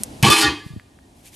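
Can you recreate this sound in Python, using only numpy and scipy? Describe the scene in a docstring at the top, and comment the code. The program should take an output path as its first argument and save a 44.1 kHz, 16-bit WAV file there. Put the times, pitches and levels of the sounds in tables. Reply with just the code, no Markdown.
"""Over quiet outdoor air, a soft bump and a gritty click precede the slam of a rusty sheet-metal lid.
Its edge ticks on the rim and its box, standing on gravel, resonates with a hollow thump.
The lid bounces and scrapes, exciting the steel's modes; friction squeals and stones crunch below.
It jams home and rings out; soft bumps, small clicks and gravel scuffs follow.
The recorder's gain control, which ducks under the slam, recovers slowly to the end."""
import sys
import numpy as np
from scipy import signal
from scipy.fft import rfft, irfft
from scipy.io import wavfile
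from scipy.ndimage import uniform_filter1d

SR = 44100
rng = np.random.default_rng(int(sys.argv[2]) if len(sys.argv) > 2 else 0)


def write(x):
    x = np.atleast_2d(x).T
    wavfile.write(sys.argv[1], SR, np.round(np.clip(x, -1, 1) * 32767).astype(np.int16))


N = 59535
TIME = np.arange(N) / SR


def undb(db):
    """Amplitude ratio of a level in decibels."""
    return 10 ** (np.asarray(db) / 20)

def fade(t, t60):
    """Exponential damping: 60 dB of decay in t60 seconds."""
    return np.exp(-np.log(1000) * np.maximum(t, 0) / t60)

def unit(x):
    """Normalisation to unit energy."""
    return x / np.sqrt(np.sum(x ** 2) + 1e-18)

def through(x, response):
    """Convolution: a linear system answers each input sample with its impulse response."""
    return signal.fftconvolve(x, response)[:N]

def colour(x, spectrum):
    """Minimum-phase filtering through points of (frequency [Hz], gain [dB])."""
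    size = 4096
    hz, db = np.array(spectrum, float).T
    bin_hz = np.arange(size // 2 + 1) * SR / size
    gain = undb(np.interp(np.log(bin_hz + 1), np.log(hz), db))
    cepstrum = irfft(np.log(gain))
    cepstrum[1:size // 2] *= 2  # folding the cepstrum makes the filter causal
    cepstrum[size // 2 + 1:] = 0
    return through(x, irfft(np.exp(rfft(cepstrum))))

def noise(spectrum):
    """Spectral shaping of white noise, scaled to unit rms."""
    return unit(colour(rng.standard_normal(N), spectrum)) * np.sqrt(N)

def wander(rate_hz):
    """Random modulation: smoothed noise of unit standard deviation."""
    width = int(SR / rate_hz)
    smooth = uniform_filter1d(uniform_filter1d(rng.standard_normal(N), width), width)
    return smooth / smooth.std()

def resonance(start, hz, db, rise, t60):
    """Damped oscillator: a sine that swells linearly and decays exponentially."""
    t = np.maximum(TIME - start, 0)
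    return undb(db) * np.minimum(t / rise, 1) * fade(t - rise, t60) * np.sin(2 * np.pi * hz * t)

def burst(start, db, t60, spectrum):
    """Broadband transient: noise with a sudden onset and exponential decay."""
    return undb(db) * (TIME >= start) * fade(TIME - start, t60) * noise(spectrum)

# Spectra of the air, mid and side (frequency [Hz], relative density [dB])
AIR_MID_SPECTRUM = [(25, -1.5), (70, 1.5), (150, -2), (280, -1), (450, -13), (800, -12), (1300, -26.5),
                    (3000, -25), (6000, -27), (10000, -27.5), (13000, -35.5)]
AIR_SIDE_SPECTRUM = [(30, -8.5), (150, -8.5), (400, -5), (700, -0.5), (1300, -11), (3000, -15.5),
                     (6000, -27), (10000, -27.5), (13000, -23.5)]
def outdoor_air():
    """Ambient noise: uncorrelated mid and side signals give a steady, low background its width."""
    return undb(-38.5) * noise(AIR_MID_SPECTRUM), undb(-48) * noise(AIR_SIDE_SPECTRUM)

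# Handling bumps (time [s], frequency [Hz], level [dB], rise [s], t60 [s])
BUMP_MODES = [(0.004, 211.4, -32, 0.0062, .12), (0.66, 137, -9.5, 0.0063, 0.012),
              (0.703, 138, -15, 0.0033, 0.095), (0.735, 118, -13.5, 0.0022, .04),
              (0.7617, 193, -9, 0.0023, 0.029), (0.768, 98.4, -12, .004, 0.053)]
def handling_bumps():
    """Soft impacts excite only low, heavily damped resonances."""
    return sum(resonance(*row) for row in BUMP_MODES)

# Gravel scuffs (peak time [s], standard deviation [s], level [dB])
SCUFF_SWELLS = [(0.005, 0.035, -44.5), (0.668, 0.023, -41.5), (0.735, 0.061, -48), (1.19, 0.028, -47),
                (1.271, 0.019, -33), (1.345, 0.017, -35)]
# Spectrum of shifting stones (frequency [Hz], relative density [dB])
GRAVEL_SPECTRUM = [(300, -22), (1200, -10), (2400, 4.5), (4500, 1), (9000, 3.5), (13000, 0.5)]
def gravel_scuffs():
    """Granular friction: shifting stones give short swells of grainy noise."""
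    swell = sum(undb(db) * np.exp(-.5 * ((TIME - peak) / width) ** 2)
                for peak, width, db in SCUFF_SWELLS)
    return swell * noise(GRAVEL_SPECTRUM) * undb(1.4 * wander(710))

# Clicks of metal and stone (time [s], frequency [Hz], level [dB], t60 [s])
CLICK_MODES = [(0.035, 9400, 0, 0.0015), (0.035, 5940, -19.5, 0.0036), (0.7975, 1925, -16, 0.0059),
               (0.989, 1700, -24, 0.0035)]
def small_clicks():
    """Hard, brief contacts excite high resonances that die within milliseconds."""
    return sum(resonance(start, hz, db, 2 / SR, t60) for start, hz, db, t60 in CLICK_MODES)

# Spectrum of the grit (frequency [Hz], relative density [dB])
GRIT_SPECTRUM = [(500, -27), (3000, -30), (6500, -0.5), (9800, -9), (13000, -7)]
def grit():
    """A decaying noise transient gives the first click a gritty tail."""
    return burst(start=0.0356, db=-22, t60=0.027, spectrum=GRIT_SPECTRUM)

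# Edge strikes on landing and after the bounce (time [s], level [dB], t60 [s])
EDGE_STRIKES = [(0.2268, -10, .03), (0.3005, -3, .05)]
# Spectrum of a strike (frequency [Hz], relative density [dB])
EDGE_SPECTRUM = [(200, -6.5), (1000, -5.5), (2000, 2.5), (4500, 0), (7500, -1.5), (10500, 1), (13000, 0)]
def edge_ticks():
    """A short impact has a broad spectrum: the lid's edge ticks on the rim."""
    return sum(burst(*row, EDGE_SPECTRUM) for row in EDGE_STRIKES)

# Thumps of the box (time [s], frequency [Hz], level [dB], rise [s], t60 [s])
BOX_MODES = [(0.2285, 127.7, 10, .011, 0.027), (0.231, 208.7, 2.5, 0.015, 0.12),
             (0.259, 126.8, 0.5, 0.016, 0.12), (0.285, 84, -4.5, .012, 0.073),
             (0.434, 124.4, -10, 0.013, 0.21), (0.453, 72.7, -10.5, 0.031, 0.17),
             (0.51, 102.2, -26.5, 0.013, 0.76)]
def box_thumps():
    """Free vibration: the struck hollow box sounds its low resonances."""
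    return sum(resonance(*row) for row in BOX_MODES)

def dense_modes(spacing_hz=65.14):
    """A thin plate has constant modal density: one mode of random pitch and phase in each equal band."""
    bands = np.arange(1, 500)
    bins = (bands + rng.random(len(bands))) * spacing_hz * N / SR
    lines = np.zeros(N // 2 + 1, complex)
    lines[np.minimum(bins.astype(int), N // 2)] = np.exp(2j * np.pi * rng.random(len(bands)))
    return irfft(lines, N)

def sheet_response(spectrum, t60):
    """Impulse response of thin steel: fast-dying modes, weaker and duller lingering ones, a crack."""
    fast = unit(dense_modes() * fade(TIME, t60))
    lingering = colour(unit(dense_modes() * fade(TIME, t60=0.65)), [(3500, 0.0022), (9000, -8.5)])
    crack = unit(rng.standard_normal(N) * fade(TIME, t60=0.011))
    return unit(colour(fast + undb(-14) * lingering + undb(-5) * crack, spectrum))

def contact_force(start, length):
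    """Force envelope of a contact: sudden, easing while it lasts, then falling steeply."""
    progress = np.maximum(TIME - start, 0) / length
    return (TIME >= start) * np.exp(-0.31 * progress) / np.sqrt(1 + progress ** 20)

# Contacts of lid and rim, driving both clatter and clang (time [s], duration [s], clatter level [dB],
# bass gain [dB], treble gain [dB], clang level [dB], seated share [0-1])
RIM_CONTACTS = [(0.2328, .021, 3, 3, -4.5, -6, 0.05), (0.257, 0.02, -2, 7.5, 2.5, -2.5, 0.09),
                (0.283, 0.0029, -0.5, 16.5, 4.5, 2.5, 0.32), (0.286, 0.0042, -8.5, 7, -11, -13.5, 0),
                (0.3001, .016, -5, -3.5, 10, 0.5, 0), (0.32, 0.015, 0.5, -0.5, 6, 3, 0.07),
                (0.339, 0.018, -3.5, -4, 5, -6, 0), (0.362, .022, -1.5, -9, 2, -5, 0),
                (0.384, 0.022, -4, -2.5, 7.5, -8.5, 0.03), (0.408, .022, -1, -6, 8.5, -6.5, 0.62),
                (0.428, 0.039, -8, 4, -1, 3.5, 1), (0.478, 0.027, -8, 5.5, -20.5, -35, 0.68),
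                (0.518, 0.08, -29.5, 8.5, -7, -33, 0)]
# Spectra of the sheet, loose and seated (frequency [Hz], relative density [dB])
LOOSE_SPECTRUM = [(60, -31), (190, 0.5), (420, 0.5), (600, -11), (900, 5), (1500, -4), (2700, 2.5),
                  (4300, -2.5), (6500, -6), (9500, -10.5), (13000, -18)]
SEATED_SPECTRUM = [(60, -5.5), (180, -5.5), (300, -0.5), (550, -10), (1000, -3.5), (2200, -6), (3300, -2.5),
                   (4700, -1.5), (6300, -12), (9500, -21.5), (13000, -33.5)]
def lid_clatter(impacts_per_s=1100, spread_db=4):
    """Roughness excitation: each contact is a run of tiny impacts of rusty edges shaking the sheet."""
    loose_force, seated_force = 0, 0
    for start, length, db, bass_db, treble_db, _, seated in RIM_CONTACTS:
        hits = rng.random(N) < impacts_per_s / SR
        impacts = hits * undb(spread_db * rng.standard_normal(N))
        impacts *= np.sign(rng.standard_normal(N))
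        impacts[int(start * SR) + 1] = 2  # the opening blow
        force = unit(impacts * contact_force(start, length)) * np.sqrt(length * SR) * undb(db)
        force = colour(force, [(400, bass_db), (1600, 0), (2500, 0), (10000, treble_db)])
        share = np.clip(seated, 0, 1)
        loose_force += np.sqrt(1 - share) * force
        seated_force += np.sqrt(share) * force
    return (through(loose_force, sheet_response(LOOSE_SPECTRUM, t60=0.1))
            + through(seated_force, sheet_response(SEATED_SPECTRUM, t60=0.25)))

# Main modes of the lid (frequency [Hz], t60 [s], drive when loose [dB], drive when seated [dB],
# relative level of the lingering ring [dB])
MAIN_MODES = [(301.5, 0.34, -40.5, -5.5, -47), (327, 0.24, -3.5, -16.5, -44.5),
              (417.9, 0.5, -10, -27.5, -47.5), (817, 0.25, -17.5, -11.5, -44.5),
              (1166.5, 0.35, -7, -16, -41), (1198, .23, -2.5, -21.5, -36), (1433, .15, -16, -13, -42),
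              (1697, 0.14, -15.5, -14, -29), (1850, 0.18, -14.5, -7, -33.5), (2063, .4, -24.5, -19.5, -27),
              (2434, 0.47, -21, -23, -27), (2533, 0.27, -24.5, -9.5, -44.5), (2535, .3, -10, -33, -44.5),
              (3126, .21, -17, -16, -40.5), (3190, 0.54, -12.5, -32, -29.5), (3623, 0.16, -12.5, -16, -37),
              (4134, 0.26, -7.5, -23.5, -44), (4510, 0.22, -14.5, -28, -38), (4750, .25, -13, -34, -42.5),
              (6826, .2, -15, -28.5, -52.5), (7770, .16, -25, -29.5, -48), (9261, .18, -17.5, -32, -46),
              (10400, .16, -28, -27.5, -49), (11050, .18, -18.5, -37, -44)]
def lid_clang(wander_hz=7.5, flutter_db=4.5, linger_t60=1.16):
    """Modal superposition: modes store each contact's energy, waver in pitch while rubbed, ring on."""
    loose_power, seated_power, rubbing, clang = 0, 0, 0, 0
    for start, length, _, _, _, clang_db, seated in RIM_CONTACTS:
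        force = contact_force(start, length)
        power = (force * undb(clang_db)) ** 2
        share = np.clip(seated, 0, 1)
        loose_power += (1 - share) * power
        seated_power += share * power
        rubbing += force
    for hz, t60, loose_db, seated_db, linger_db in MAIN_MODES:
        decay = unit(fade(TIME, t60) + undb(linger_db) * fade(TIME, linger_t60))
        drive = loose_power * undb(loose_db) ** 2 + seated_power * undb(seated_db) ** 2
        energy = through(drive, decay ** 2)
        pitch = hz + wander_hz * rubbing * wander(200)
        phase = 2 * np.pi * (np.cumsum(pitch) / SR + rng.random())
        flutter = undb(flutter_db * wander(40))
        clang += np.sqrt(np.abs(energy)) * flutter * np.sin(phase)
    return clang

# Friction tones (time [s], duration [s], frequency [Hz], level [dB])
SQUEAL_TONES = [(0.261, 0.014, 1135, 3), (0.303, .028, 1194, 0.5), (0.301, 0.034, 3502, -0.5),
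                (0.441, 0.048, 1702, -10), (0.594, 0.029, 1702, -26)]
def rim_squeals(rise_s=0.0099, t60=0.061, wander_hz=14):
    """Stick-slip friction locks onto a single mode and sustains it for a moment."""
    squeals = 0
    for start, length, hz, db in SQUEAL_TONES:
        swell = np.clip((TIME - start) / rise_s, 0, 1) * fade(TIME - start - length, t60)
        pitch = hz + wander_hz * wander(270)
        squeals += undb(db) * swell * np.sin(2 * np.pi * np.cumsum(pitch) / SR)
    return squeals

# Spectrum of grinding stones (frequency [Hz], relative density [dB])
CRUNCH_SPECTRUM = [(40, -4), (100, -2), (280, 0), (520, -1), (1000, -4), (1800, -15), (4000, -16),
                   (7000, -25), (12000, -22)]
def stone_crunch(db):
    """Granular friction under load: stones grind as the box rocks at the bounce."""
    return burst(start=0.3005, db=db, t60=0.13, spectrum=CRUNCH_SPECTRUM)

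def scene():
    """Mid-side stereo: lid and box are central; stones, handling and air spread to the sides."""
    bumps = handling_bumps()
    mid = bumps + small_clicks() + edge_ticks() + grit() + box_thumps()
    mid += lid_clatter() + lid_clang() + rim_squeals()
    mid += stone_crunch(db=-9) + gravel_scuffs()
    side = stone_crunch(db=-1) + undb(-9) * gravel_scuffs()
    side += undb(-4) * signal.hilbert(bumps).imag  # a quarter-cycle shift widens the bumps
    air_mid, air_side = outdoor_air()
    mid, side = mid + air_mid, side + air_side
    return np.array([mid + side, mid - side])

def record(dry, threshold_db=-8, detect_s=0.004, recover_db_per_s=3.5):
    """Automatic gain control with fast attack and slow release, plus clipping and band limiting."""
    rumble_cut = signal.butter(2, 46, "high", fs=SR, output="sos")
    treble_cut = signal.ellip(10, .2, 80, 12950, fs=SR, output="sos")
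    dry = signal.sosfilt(rumble_cut, dry)
    power = uniform_filter1d(np.mean(dry ** 2, axis=0), int(detect_s * SR))
    excess_db = np.maximum(10 * np.log10(np.abs(power) + 1e-12) - threshold_db, 0)
    recovery_db = recover_db_per_s * TIME
    duck_db = np.maximum.accumulate(excess_db + recovery_db) - recovery_db
    ceiling = undb(-1.2)
    return signal.sosfilt(treble_cut, np.clip(dry * undb(-duck_db), -ceiling, ceiling))

dry = scene()
out = record(dry)
write(out)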